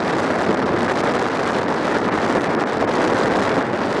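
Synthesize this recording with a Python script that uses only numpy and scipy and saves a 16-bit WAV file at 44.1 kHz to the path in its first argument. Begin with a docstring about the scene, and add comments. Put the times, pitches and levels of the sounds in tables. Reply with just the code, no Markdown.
"""A low, buffeting roar of wind on the microphone of a bicycle camera, riding fast on a country road.
Eddies at the microphone port shake the roar, a fluttering rush and a crackle of tiny pressure jumps
that drops out in short lulls. Single slaps of air spit and pop, and big slow eddies thump in the bass.
Near the end a slow line of vehicles rumbles past the other way, almost buried in the wind."""
import sys
import numpy as np
from scipy import signal
from scipy.fft import rfft, irfft, next_fast_len
from scipy.io import wavfile
from scipy.ndimage import map_coordinates

SR = 44100
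rng = np.random.default_rng(int(sys.argv[2]) if len(sys.argv) > 2 else 0)


def bounce(signal):
    """Save signal as a 16-bit WAV file at the path given by the first command-line argument."""
    frames = np.transpose(np.atleast_2d(signal))
    limited = np.clip(frames, -1, 1)
    pcm = np.round(limited * 32767).astype(np.int16)
    wavfile.write(sys.argv[1], SR, pcm)


N = 176400

# Fader ride shared by the crackle and its fizz, before their trims: t/s, level/dB
CRACKLE_RIDE = [(0.0, -38.5), (0.28, -37.5), (0.34, -39.5), (0.44, -36.5), (0.54, -39), (0.72, -42),
                (0.8, -36.5), (1.08, -37), (1.3, -38.5), (1.56, -36.5), (1.64, -38.5), (1.8, -41),
                (1.88, -38), (2.1, -39), (2.16, -38), (2.44, -37), (2.5, -40), (2.85, -40), (2.92, -37.5),
                (3.08, -35.5), (3.22, -36.5), (3.3, -40), (3.34, -36), (3.56, -38), (3.7, -42), (4.0, -38)]


def wind():
    """The same eddies drive four layers; lulls duck the highs most, buffets lift mainly the roar."""
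    # Lulls, when air runs smoothly over the port: t/s, length/s, crackle dip/dB
    lulls = [(.562, 0.021, 5), (.65, 0.0089, 12), (.935, .012, 7), (1.02, .008, 10), (1.655, 0.042, 6),
             (2.103, 0.021, 11), (2.483, 0.015, 9), (2.558, 0.011, 24), (2.576, 0.017, 10),
             (2.647, 0.022, 19), (2.79, 0.009, 10), (2.863, 0.017, 14), (3.637, 0.0095, 10),
             (3.712, 0.027, 3.5)]
    # Buffets, short blows of air: t/s, length/s, roar lift/dB
    buffets = [(.42, 0.018, 2), (.495, 0.046, 5), (.66, 0.069, 2.5), (.745, 0.02, 2.5), (2.375, 0.045, 5),
               (3.31, .03, 1.5), (3.37, 0.042, 1.5), (3.58, 0.021, 7.5), (3.742, .025, 6)]
    eddies, lull_db, buffet_db = turbulence(), swells(lulls), swells(buffets)
    return (roar(eddies) * amp(buffet_db - 0.19 * lull_db)
            + rush(eddies) * amp(0.12 * buffet_db - 0.27 * lull_db)
            + crackle(eddies) * amp(-lull_db)
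            + fizz(eddies) * amp(-2 * lull_db))


def turbulence():
    """Momentary strength of the eddies at the port: small ones ride on large ones."""
    large = -np.exp(-wobble(per_s=45))  # sags further than it peaks
    large = unit(large - large.mean())
    medium, small = wobble(per_s=260), wobble(per_s=1100)
    return np.minimum(unit(0.1 * large + 0.7 * medium + small), 3.1)


def roar(eddies):
    """The body of the wind: low noise that the eddies sway by about a decibel."""
    # Fader ride, before the trim: t/s, level/dB
    ride = [(0.0, -22.5), (0.32, -23), (0.48, -22.5), (0.58, -22), (0.66, -21.5), (0.96, -22.5),
            (1.14, -22.5), (1.24, -26), (1.5, -23.5), (1.6, -21), (1.72, -23), (1.88, -25.5), (1.96, -21),
            (2.22, -23.3), (2.38, -22), (2.45, -28), (2.56, -20.5), (2.72, -28), (2.8, -21.5),
            (3.12, -21.5), (3.22, -23), (3.38, -22.5), (3.7, -26), (4.0, -23.5)]
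    # Low, heavy tone: f/Hz, level/dB
    colour = [(20, -27), (45, -21), (68, -21.5), (95, -8.5), (135, -7), (200, -0.5), (280, 1.5), (420, -1),
              (700, -8.5), (1400, -18), (3000, -86.5)]
    trim_db = 0.43
    air = rng.standard_normal(N) * amp(eddies)
    return coloured(air, colour) * amp(curve(ride) + trim_db)


def rush(eddies):
    """Midrange air noise that flutters as the eddies strike."""
    # Fader ride, before the trim: t/s, level/dB
    ride = [(0.0, -24), (0.12, -22), (0.34, -23.5), (0.42, -22.5), (0.72, -25), (0.9, -20.5), (0.96, -23.5),
            (1.1, -21), (1.24, -24.5), (1.48, -22), (1.65, -24.5), (1.72, -23), (1.8, -27), (1.87, -23),
            (1.97, -22.5), (2.03, -26.5), (2.1, -21), (2.38, -22.5), (2.5, -22.5), (2.62, -22),
            (2.68, -24.5), (2.88, -23.3), (2.98, -21.5), (3.36, -22), (3.58, -22.3), (3.69, -25.5),
            (3.85, -26), (4.0, -23.5)]
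    # Broad midrange tone: f/Hz, level/dB
    colour = [(100, -29), (300, -2), (550, 0.5), (900, -1), (1300, -3.5), (1750, -5.5), (2150, -11.5),
              (2600, -19.5), (4000, -42.5), (8000, -61), (15000, -83)]
    trim_db = 0.5
    air = rng.standard_normal(N) * flutter(eddies, swing_db=5, flicker_db=2, ceiling_db=2)
    return coloured(air, colour) * amp(curve(ride) + trim_db)


def crackle(eddies):
    """Dense, tiny pressure jumps, chopped hard by the eddies."""
    # Crisp upper mids: f/Hz, level/dB
    colour = [(300, -15), (1200, -1), (2600, 1.5), (3800, 0), (5200, -5), (6500, -13.5), (8000, -19),
              (10500, -28), (15000, -88)]
    trim_db = 2
    grains = jumps(per_s=4500) * flutter(eddies, swing_db=9.5, flicker_db=3, ceiling_db=1.5)
    return coloured(grains, colour) * amp(curve(CRACKLE_RIDE) + trim_db)


def fizz(eddies):
    """The crackle's bright edge: sparser jumps that follow the wind's level more steeply."""
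    # Treble sizzle: f/Hz, level/dB
    colour = [(1500, -44), (4000, -2), (6000, 2), (7800, -1), (10000, -10), (12000, -20.5), (14000, -31),
              (15200, -43)]
    trim_db, steepness = -9.5, 1.85
    ride_db = curve(CRACKLE_RIDE)
    steep_db = ride_db.mean() + steepness * (ride_db - ride_db.mean())
    grains = jumps(per_s=1800) * flutter(eddies, swing_db=6.5, flicker_db=3, ceiling_db=9.5)
    return coloured(grains, colour) * amp(steep_db + trim_db)


def spits():
    """The hardest slaps of air on the port, each a bright burst about a millisecond long."""
    # Slaps: t/s, nominal peak/dB
    hits = [(0.0794, -17), (0.573, -20), (0.9896, -19), (1.1956, -17), (2.3024, -22), (2.55, -17.5),
            (2.602, -22.5), (2.608, -20.5), (2.621, -23), (2.8097, -21.5), (2.8386, -34), (3.234, -18.5),
            (3.453, -25), (3.9273, -18.5)]
    # Wide, bright tone: f/Hz, level/dB
    colour = [(100, -8), (500, 5.5), (1500, 3.5), (2800, 3), (4500, -1), (8000, -11), (11000, -24),
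              (15000, -41)]
    half_length_s, crest_db = 0.00071, 4
    return puffs([(s, half_length_s, db - crest_db) for s, db in hits], colour)


def pops():
    """Each pop is one pressure spike, dulled by the microphone port."""
    # Spikes: t/s, peak/dB
    hits = [(0.111, -12), (0.6918, -9), (1.2569, -8.5), (1.2652, -8.5), (1.3985, -12), (1.7253, -7),
            (1.8795, -7), (1.9679, -10), (2.6385, -8), (2.7254, -10), (2.8269, -8), (3.0427, -6.5),
            (3.3897, -7), (3.453, -11), (3.58, -12), (3.8156, -8.5)]
    # Dull tone of the port: f/Hz, level/dB
    colour = [(40, -28), (200, -6), (500, 2.5), (1100, 3), (1800, -7), (2800, -19), (6000, -26),
              (15000, -73)]
    spike = coloured(signal.unit_impulse(N), colour)[:SR // 20]
    times, peak_db = np.transpose(hits)
    triggers = np.bincount(np.round(times * SR).astype(int), amp(peak_db), N)
    return signal.fftconvolve(triggers, spike / np.abs(spike).max())[:N]


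def thumps():
    """Big slow eddies land as soft blows in the bass."""
    # Blows: t/s, half length/s, level/dB
    hits = [(.495, 0.028, -30.5), (.73, 0.031, -25), (2.485, 0.024, -32), (2.805, 0.039, -31.5),
            (3.125, .03, -34), (3.25, 0.023, -31), (3.38, 0.044, -32)]
    # Bass-only tone: f/Hz, level/dB
    colour = [(30, -34), (85, -12), (140, -4), (200, -4), (400, -31.5), (3000, -120)]
    return puffs(hits, colour)


def traffic():
    """The rumble of wheels and engines swells and fades with distance."""
    # Engine and road tone: f/Hz, level/dB
    colour = [(40, -36), (95, 0.5), (200, -8.5), (400, 5.5), (750, -3), (1500, -21.5), (4000, -50),
              (14000, -93)]
    closest_s, closest_m, closest_db, closing_m_per_s = 3.4, 3.5, -26.5, 6.5
    distance_m = np.hypot(closest_m, closing_m_per_s * (np.arange(N) / SR - closest_s))
    return amp(closest_db) * closest_m / distance_m * coloured(rng.standard_normal(N), colour)


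def bow_wave():
    """A passing wagon pushes a short whoosh of air ahead of it."""
    # The push: t/s, half length/s, level/dB
    push = [(3.372, 0.029, -18.5)]
    # Muffled midrange: f/Hz, level/dB
    colour = [(60, -31), (250, -1), (500, 0), (800, 2), (1200, -11.5), (3000, -50), (12000, -120)]
    return puffs(push, colour)


def ticks():
    """Thin, high ticks as the vehicles come close."""
    # Ticks: t/s, half length/s, level/dB
    hits = [(2.956, .005, -35), (3.234, 0.0045, -31.5)]
    # Narrow treble peak: f/Hz, level/dB
    colour = [(1500, -40), (3600, -5), (4500, 1), (5400, -8), (8000, -23), (15000, -70)]
    return puffs(hits, colour)


def flutter(eddies, swing_db, flicker_db, ceiling_db):
    """A layer's gain from the eddies plus its own flicker: it drops freely but saturates at the top."""
    return np.tanh(amp(swing_db * eddies + flicker_db * wobble(per_s=450) - ceiling_db))


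def jumps(per_s):
    """Tiny pressure jumps at random moments: mostly small, a few large."""
    size = rng.uniform(-0.85, 1, N)
    return size * np.abs(size) * (rng.random(N) < per_s / SR)


def swells(rows):
    """Flat-topped, steep-edged swells in dB, from rows of t/s, length/s, height/dB."""
    t = np.arange(N) / SR
    return sum(db / (1 + (2 * (t - s) / length) ** 6) for s, length, db in rows)


def puffs(rows, colour):
    """Bell-shaped bursts of coloured noise, from rows of t/s, half length/s, level/dB."""
    t = np.arange(N) / SR
    envelope = sum(amp(db) * np.exp(-np.square((t - s) / half)) for s, half, db in rows)
    return envelope * coloured(rng.standard_normal(N), colour)


def coloured(x, points):
    """x through a minimum-phase EQ drawn from points of f/Hz, level/dB, then scaled to rms 1."""
    size = 2 * next_fast_len(N // 2 + 8192)
    hz, db = np.transpose(points)
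    bin_hz = np.fft.rfftfreq(size, 1 / SR)
    gain = amp(np.interp(np.log(bin_hz + 1), np.log(hz), db))
    cepstrum = irfft(np.log(gain))
    cepstrum[1:size // 2] *= 2  # folded forward, so nothing rings ahead of a hit
    cepstrum[size // 2 + 1:] = 0
    response = np.exp(rfft(cepstrum))
    return unit(irfft(rfft(x, size) * response)[:N])


def wobble(per_s):
    """A smooth random curve at rms 1, with per_s knots a second."""
    knots = rng.standard_normal(N // 8)
    return unit(map_coordinates(knots, [np.arange(N) * per_s / SR], mode="wrap"))


def curve(rows):
    """Points of t/s, level/dB joined into one level per sample."""
    return np.interp(np.arange(N) / SR, *np.transpose(rows))


def amp(db):
    """Decibels to gain."""
    return 10 ** (np.asarray(db) / 20)


def unit(x):
    """Scale to rms 1."""
    return x / np.sqrt(np.mean(x ** 2) + 1e-20)


def scene():
    """Wind up front and the vehicles behind it, in mono."""
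    air = wind() + spits() + pops() + thumps()
    vehicles = traffic() + bow_wave() + ticks()
    return (air + vehicles)[None]


def record(dry):
    """The camera cuts off steeply above its band limit."""
    top_hz = 15200
    return signal.sosfilt(signal.cheby1(12, .1, top_hz, fs=SR, output="sos"), dry)


dry = scene()
out = record(dry)
bounce(out)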